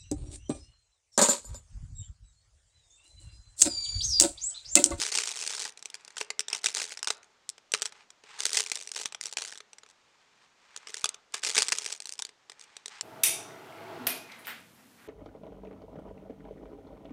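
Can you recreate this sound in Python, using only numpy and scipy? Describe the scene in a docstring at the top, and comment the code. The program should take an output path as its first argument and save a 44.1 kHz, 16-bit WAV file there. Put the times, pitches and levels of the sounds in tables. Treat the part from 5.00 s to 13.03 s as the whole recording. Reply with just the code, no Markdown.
"""Glassy clacks and small ticks crowd in together from the start over quiet room air: marbles stirred in a tub.
Each collision is a noise burst a few milliseconds long, coloured as glass, that sets the plastic tub ringing.
Small contacts are drawn at random, denser under a firm push; the clacks that stand out may land again.
Heavy blows excite modes of the bottom and wall, the arm brushes the rim as shaped friction noise,
and a faint diffuse tail and steady coloured noise make up the quiet room around the close microphone."""
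import sys
import numpy as np
from scipy import signal
from scipy.fft import rfft, irfft
from scipy.io import wavfile
from scipy.ndimage import uniform_filter1d

SR = 44100
rng = np.random.default_rng(int(sys.argv[2]) if len(sys.argv) > 2 else 0)


def to_wav(s):
    """Save 16-bit WAV."""
    ch = np.atleast_2d(s).T  # columns
    pcm = np.round(np.clip(ch, -1, 1) * 32767)  # PCM
    wavfile.write(sys.argv[1], SR, pcm.astype(np.int16))


N = 353946  # samples

# ringing of the air in the tub, before any trim: [f/Hz, bandwidth/Hz, gain/dB]
HOLLOW = [(430, 42.6, 9), (848, 23, 1)]
# ringing of the plastic wall, before any trim: [f/Hz, bandwidth/Hz, gain/dB]
WALL = [(890, 100, -10.5), (1570, 35, -7), (2050, 27, -2.5), (2444, 200, -2)]


def gain_of(db):
    """Logarithmic level: 20 dB is a factor of ten in amplitude."""
    return 10 ** (np.asarray(db) / 20)


def evened(x):
    """Normalisation by effective value: scales a signal to an rms of 1."""
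    return x / np.sqrt(np.mean(x ** 2))


def read(points, hz, axis=1):
    """Logarithmic frequency scale: joins one table column by straight lines over log frequency."""
    columns = np.transpose(points)
    return np.interp(np.log(hz + 1), np.log(columns[0] + 1), columns[axis])


def add(mix, s, sound):
    """Superposition: adds a sound to the mix in place from time s."""
    part = mix[max(round(s * SR), 0):][:len(sound)]
    part += sound[:len(part)]


def causal(db):
    """Minimum phase: the Hilbert transform of a log gain gives a filter that rings only after its input."""
    circle = np.concatenate([db, db[-2:0:-1]]) * np.log(10) / 20
    return np.conj(signal.hilbert(circle))[:len(db)]


def ring(x, modes):
    """Modal resonance: each damped mode is a one-pole complex resonator driven by x."""
    out = np.zeros(len(x))
    for hz, width, db in modes:
        decay = np.exp(-np.pi * width / SR)  # per sample; a wider mode dies sooner
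        pole = decay * np.exp(2j * np.pi * hz / SR)
        out += 2 * gain_of(db) * signal.lfilter([1 - decay], [1, -pole], x).real
    return out


def noise(spectrum):
    """Spectral shaping: white noise takes on a given colour, at an rms of 1."""
    colour = gain_of(read(spectrum, np.fft.rfftfreq(N, 1 / SR)))
    return evened(irfft(rfft(rng.standard_normal(N)) * colour, N))


def stirring(s):
    """Forced motion with friction: the heap starts almost at once, holds and settles after each push."""
    # the fingers push into the heap: [start t/s, length/s, level of motion/dB]
    shoves = [(0, 0.068, -32), (0.123, 0.077, -30), (0.208, .1, -35.5), (0.351, 0.31, -37),
              (0.758, 0.38, -61.5), (1.169, 0.039, -42), (1.535, .025, -41), (1.643, 0.038, -35),
              (1.749, 0.078, -35.5), (1.849, 0.073, -45), (2.075, 0.043, -47.5), (2.74, .12, -47),
              (3.39, .14, -39.5), (3.544, 0.042, -29), (3.715, 0.093, -42), (3.948, 0.078, -38.5),
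              (4.223, 0.064, -47), (4.38, 0.12, -44.5), (4.85, 0.0456, -59), (5.876, 0.024, -48.5),
              (5.948, 0.058, -45.5), (6.336, .02, -41), (6.44, 0.049, -31), (6.553, 0.038, -27),
              (6.621, 0.31, -40.5), (6.991, .21, -55), (7.592, 0.029, -50)]
    grip, settle = 1101, 258.5  # dB per s of onset before the push and of decay after it
    start, length, level_db = np.transpose(shoves)[:, :, None]
    before, after = np.maximum(start - s, 0), np.maximum(s - start - length, 0)
    return (level_db - grip * before - settle * after).max(0)


def jostle(per_s, offset_db, spread_db, crowded_db, thinning, brightness=0.072, variety=1.3):
    """Random point process: uneven small contacts crowd under a firm push and thin out under a light one."""
    slots = np.arange(int(N / SR * per_s))
    chance = rng.standard_normal((len(slots), 3))
    s = (slots + .3 * chance[:, 0]) / per_s
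    stir_db = stirring(s)
    # at crowded_db and above every slot holds a contact
    touches = rng.random(len(s)) < gain_of(thinning * (stir_db - crowded_db))
    level_db = stir_db + offset_db + spread_db * chance[:, 1]
    bright = brightness + variety * chance[:, 2]  # dB per octave
    rows = np.column_stack([s, level_db, bright])
    # the heap holds still under the lightest touch
    return collisions(rows[touches & (stir_db > -66)])


def collisions(rows, late_db=-26, hardness=0.22, ripple=0.14, order=36, size=2048):
    """Multiple scattering: each contact builds and dies as a spray of echoes off neighbouring marbles."""
    # colour of an average collision: [f/Hz, relative level/dB]
    glass_colour = [(50, -42), (300, -16.5), (700, -9.5), (1150, -8), (1650, -4), (3200, -1.5), (5800, 2.5),
                    (8700, -0.5), (10200, -11.5), (11100, -40.5), (12100, -17.5), (13400, -33.5),
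                    (14200, -46)]
    s, level_db, bright = np.transpose(rows)
    t, hz = np.arange(size // 2) / SR, np.fft.rfftfreq(size, 1 / SR)
    # bright contacts on top of the heap are over sooner than dull ones deep inside it
    age = t * np.exp(hardness * np.maximum(bright, -2)[:, None])
    rise, early, late = 1 - np.exp(-age / .0004), np.exp(-age / .0012), np.exp(-age / .007)
    shape = rise * (early + gain_of(late_db) * late)
    chance = rng.standard_normal((len(s), len(t) + order))
    spray = rfft(chance[:, order:] * shape, size)
    # the echoes comb the spectrum finely but leave its broad balance alone
    spray /= np.sqrt(uniform_filter1d(abs(spray) ** 2, size=70, axis=1))
    # a shorter contact tips the spectrum towards the treble
    octaves = np.log2(np.clip(hz, 1400, 8000))
    tilt = bright[:, None] * causal(octaves - octaves.mean())
    # the gaps around each marble favour pitches of their own
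    gaps = ripple * rfft(chance[:, :order] * signal.windows.hann(order), size)
    colour = np.exp(causal(read(glass_colour, hz)) + tilt + gaps)
    clicks = irfft(spray * colour, size)[:, :len(t)]
    # level is the rms when all the energy is counted over 5 ms
    clicks /= np.sqrt((clicks ** 2).sum(1, keepdims=True) / (.005 * SR))
    out = np.zeros(N)
    for at, click in zip(s, clicks * gain_of(level_db)[:, None]):
        add(out, at, click)
    return out


def rebounds(count=3):
    """Inelastic impact: a struck marble that lands again does so more weakly and sooner each time."""
    # marble against marble, the clacks that stand out, before the scene's trim:
    # [t/s, level over 5 ms/dB, brightness/(dB per octave), time to first rebound/s or 0 if it stays put]
    clacks = [(0.0163, -25, 0, 0.019), (0.1197, -32, -1.5, 0.0017), (0.1507, -27, -2.5, 0.0028),
              (.186, -23.5, -0.5, 0), (0.4753, -30, 2.5, 0.03), (0.6203, -33, 2.5, 0.0037),
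              (0.6548, -35.5, -5.5, 0.00033), (.774, -44.5, -0.5, 0.018), (.8254, -40.5, 0.5, 0),
              (0.8564, -35.5, 0.5, 0.00017), (0.9007, -43.5, 0.5, 0), (0.9427, -36, 0, 0.0092),
              (1.0487, -46, 2.5, 0), (1.0784, -44, -2, 0.026), (1.1683, -38, -6.5, 0.0014),
              (1.1813, -33.5, 1, 0), (1.2114, -27, -5.5, 0), (1.3032, -28.5, -4, 0.00011),
              (1.3936, -23, 1, .012), (1.483, -31, 0, 0.018), (1.5293, -23.5, -1, 0.019),
              (1.6426, -26, 0, 0.0012), (1.6595, -19, 0.5, .008), (1.7488, -26, 2.5, 0),
              (1.769, -28.5, -2, 0.034), (1.92, -37, -2.5, 0.00055), (1.973, -36, -1.5, 0.018),
              (2.029, -28.5, 0.5, 0.016), (2.0727, -24, -1.5, .01), (2.1034, -22.5, -3, 0.0013),
              (2.2299, -52.5, -3, 0.013), (2.4917, -30.5, 7, 0.0077), (2.58, -49.5, -5, 0),
              (2.7193, -31.5, 3.5, 0.0013), (2.7372, -19.5, -3, 0.0093), (2.82, -24.5, 0.5, 0.0057),
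              (2.8559, -28, -.3, 0.0057), (2.9226, -47.5, -5, 0.0018), (3.1039, -47, -0.5, 0),
              (3.237, -53, -6, 0.0014), (3.4042, -27.5, 0, 0.00023), (3.454, -20.5, .5, .011),
              (3.5316, -26, 4, 0.013), (3.5717, -20.5, 1.5, 0.0012), (3.6044, -24.5, 2, 0.00072),
              (3.6623, -34, 0.5, 0.0076), (3.6986, -36, 0.5, 0.00018), (3.7166, -25.5, -0.5, 0.0022),
              (3.7554, -31.5, 4, 0.0019), (3.874, -36, 1, 0.017), (3.9166, -33.5, 2.5, 0.0015),
              (3.9629, -32.5, -1.5, 0), (4.0565, -26.5, -1.5, 0), (4.1232, -39.5, -2, 0),
              (4.1468, -34, -4.5, 0), (4.2112, -31.5, 1.5, 0.026), (4.2564, -30.5, 2, 0.011),
              (4.326, -36, 0.5, 0.0092), (4.37, -26, -2.5, 0.014), (4.42, -31, -1.5, .029),
              (4.5232, -39, -4, 0.032), (4.5754, -42.5, 0.5, 0.0065), (4.6039, -42.5, -6, 0),
              (4.7315, -45.5, -2.5, 0), (4.784, -46.5, -1, 0), (4.8334, -49, -6.5, 0.029),
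              (5.7631, -36, 0.8, 0.011), (5.8709, -39, -4.5, 0.022), (5.9426, -31.5, 0, 0.027),
              (6.0426, -20.5, -.5, 0.014), (6.0908, -29.5, 5, 0.0017), (6.1436, -42, -1, 0.0014),
              (6.342, -28.5, -3, 0.0029), (6.4352, -28.5, -2.5, 0.015), (6.47, -29, -2.5, 0.00049),
              (6.5789, -17, -1.5, 0.007), (6.6207, -19.5, 0.5, 0.0074), (6.6835, -26, 1.8, 0.0062),
              (6.7207, -19.5, -1.5, 0.0061), (6.7849, -27, 2, 0.0014), (6.8617, -28.5, 0, 0),
              (6.9249, -30.5, 2.5, 0.0033), (7.0027, -36, 2, 0.019), (7.0561, -36, 1, 0.015),
              (7.0927, -35, 4, 0), (7.1235, -35.5, 5, .013), (7.1912, -32.5, -.5, 0.0056),
              (7.2217, -29, 0.5, .029), (7.2908, -48, -4, 0), (7.4972, -41, -3.2, .021),
              (7.7668, -39.5, -1.5, 0), (7.8586, -34, 0, 0.022), (8.0102, -28, 1.1, 0)]
    loss_db, gap_share = 5.5, 0.58  # loss at the first rebound; each gap as a share of the last
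    rows = []
    for s, level_db, bright, gap in clacks:
        for k in range(count if gap > 0 else 1):
            rows.append((s, level_db - loss_db * k ** 2, bright))
            s += gap * gap_share ** k
    return collisions(rows)


def thumps(size=4096):
    """Impulse response: a heavy blow gives the bottom a short dull push and the wall a hollow knock."""
    # blows that reach the tub itself: [t/s, peak level of bottom push/dB, peak level of wall knock/dB]
    blows = [(0.154, -43, -45), (1.394, -58, -29), (1.663, -40.5, -45), (2.103, -45, -38),
             (2.737, -49, -28), (3.452, -50, -42), (3.57, -50, -27), (4.056, -42.5, -53),
             (6.041, -39.5, -35), (6.58, -44, -32), (6.723, -38.5, -28)]
    # give of the loaded plastic bottom: [f/Hz, bandwidth/Hz, relative gain/dB]
    bottom = [(151, 71, -3), (246, 160, 2)]
    out = np.zeros(N)
    impulse = signal.unit_impulse(size)
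    push, knock = ring(impulse, bottom), ring(impulse, WALL)
    push, knock = push / push.max(), knock / knock.max()
    for s, push_db, wall_db in blows:
        add(out, s, gain_of(push_db) * push + gain_of(wall_db) * knock)
    return out


def brushes(grip_db=2.5, hollow_db=-1, wall_db=-4, size=130):
    """Stick-slip friction: skin grips and slips unevenly on the rim, and the tub colours the noise."""
    # the arm brushes the rim as it moves in and out: [start t/s, end t/s, level/dB]
    strokes = [(0.695, 1.451, -65), (1.484, 1.586, -47.5), (2.919, 3.063, -59.5), (3.213, 3.492, -52),
               (4.745, 5.75, -70.5), (5.4, 5.475, -68), (5.504, 6.299, -60.5), (6.322, 6.404, -48.5),
               (7.487, 7.921, -62.5), (7.87, 8.03, -50.5)]
    # skin sliding on plastic: [f/Hz, relative level/dB]
    skin = [(100, -23.5), (600, -19), (900, -1), (1800, -1), (4000, -6), (8500, -14), (11000, -40)]
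    pressure = np.zeros(N)
    for start, end, db in strokes:
        length = max(int((end - start) * SR), 2)
        add(pressure, start, gain_of(db) * signal.windows.tukey(length, .7))
    colour = noise(skin)
    grip = evened(uniform_filter1d(rng.standard_normal(N), size))
    friction = colour * gain_of(grip_db * grip)
    hollow = gain_of(hollow_db) * ring(friction, HOLLOW)
    wall = gain_of(wall_db) * ring(friction, WALL)
    return pressure * evened(friction + hollow + wall)


def room(x, size=256):
    """Diffuse reverberation: decaying noise convolved with the sound leaves a tail whose treble dies first."""
    # reverberation of the room: [f/Hz, time to fall 60 dB/s, level/dB]
    reverberation = [(300, 0.84, -15), (1500, 0.48, -15.5), (9100, 0.07, -22.5)]
    hz, t, z = signal.stft(rng.standard_normal(SR // 2), SR, nperseg=size)
    t60 = read(reverberation, hz)[:, None]
    level_db = read(reverberation, hz, axis=2)[:, None]
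    # the root keeps the tail's energy independent of its decay time
    z *= gain_of(level_db - 60 * t / t60) * np.sqrt(2 * np.log(1000) / (t60 * SR))
    tail = signal.istft(z, SR, nperseg=size)[1]
    return signal.fftconvolve(x, tail)[:N]


def scene(clack_db=-0.18, wall_db=-7, air_db=-67.5):
    """Linear superposition: marbles, ringing tub, room tail and still air sum at one microphone."""
    # still air of the room: [f/Hz, relative level per Hz/dB]
    air = [(25, -14), (120, -8.5), (450, -4), (1000, -2.5), (3000, -7), (7000, -12), (10000, -27),
           (11000, -35.5)]
    nudges = jostle(per_s=95, offset_db=1, spread_db=2.5, crowded_db=-45, thinning=.5)
    rolling = jostle(per_s=300, offset_db=-8.0, spread_db=3.0, crowded_db=-35.5, thinning=.8)
    glass = gain_of(clack_db) * rebounds() + nudges + rolling
    tub = ring(glass, HOLLOW) + gain_of(wall_db) * ring(glass, WALL)
    near = glass + tub + thumps() + brushes()
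    return (near + room(near) + gain_of(air_db) * noise(air))[None]


def record(dry, size=511, edge_hz=14200):
    """Linear-phase filtering: a low-pass sets the band limit of the recorder."""
    lowpass = signal.firwin(size, edge_hz, window=("kaiser", 9), fs=SR)
    return signal.oaconvolve(dry, lowpass[None], "same")


dry = scene()
out = record(dry)
to_wav(out)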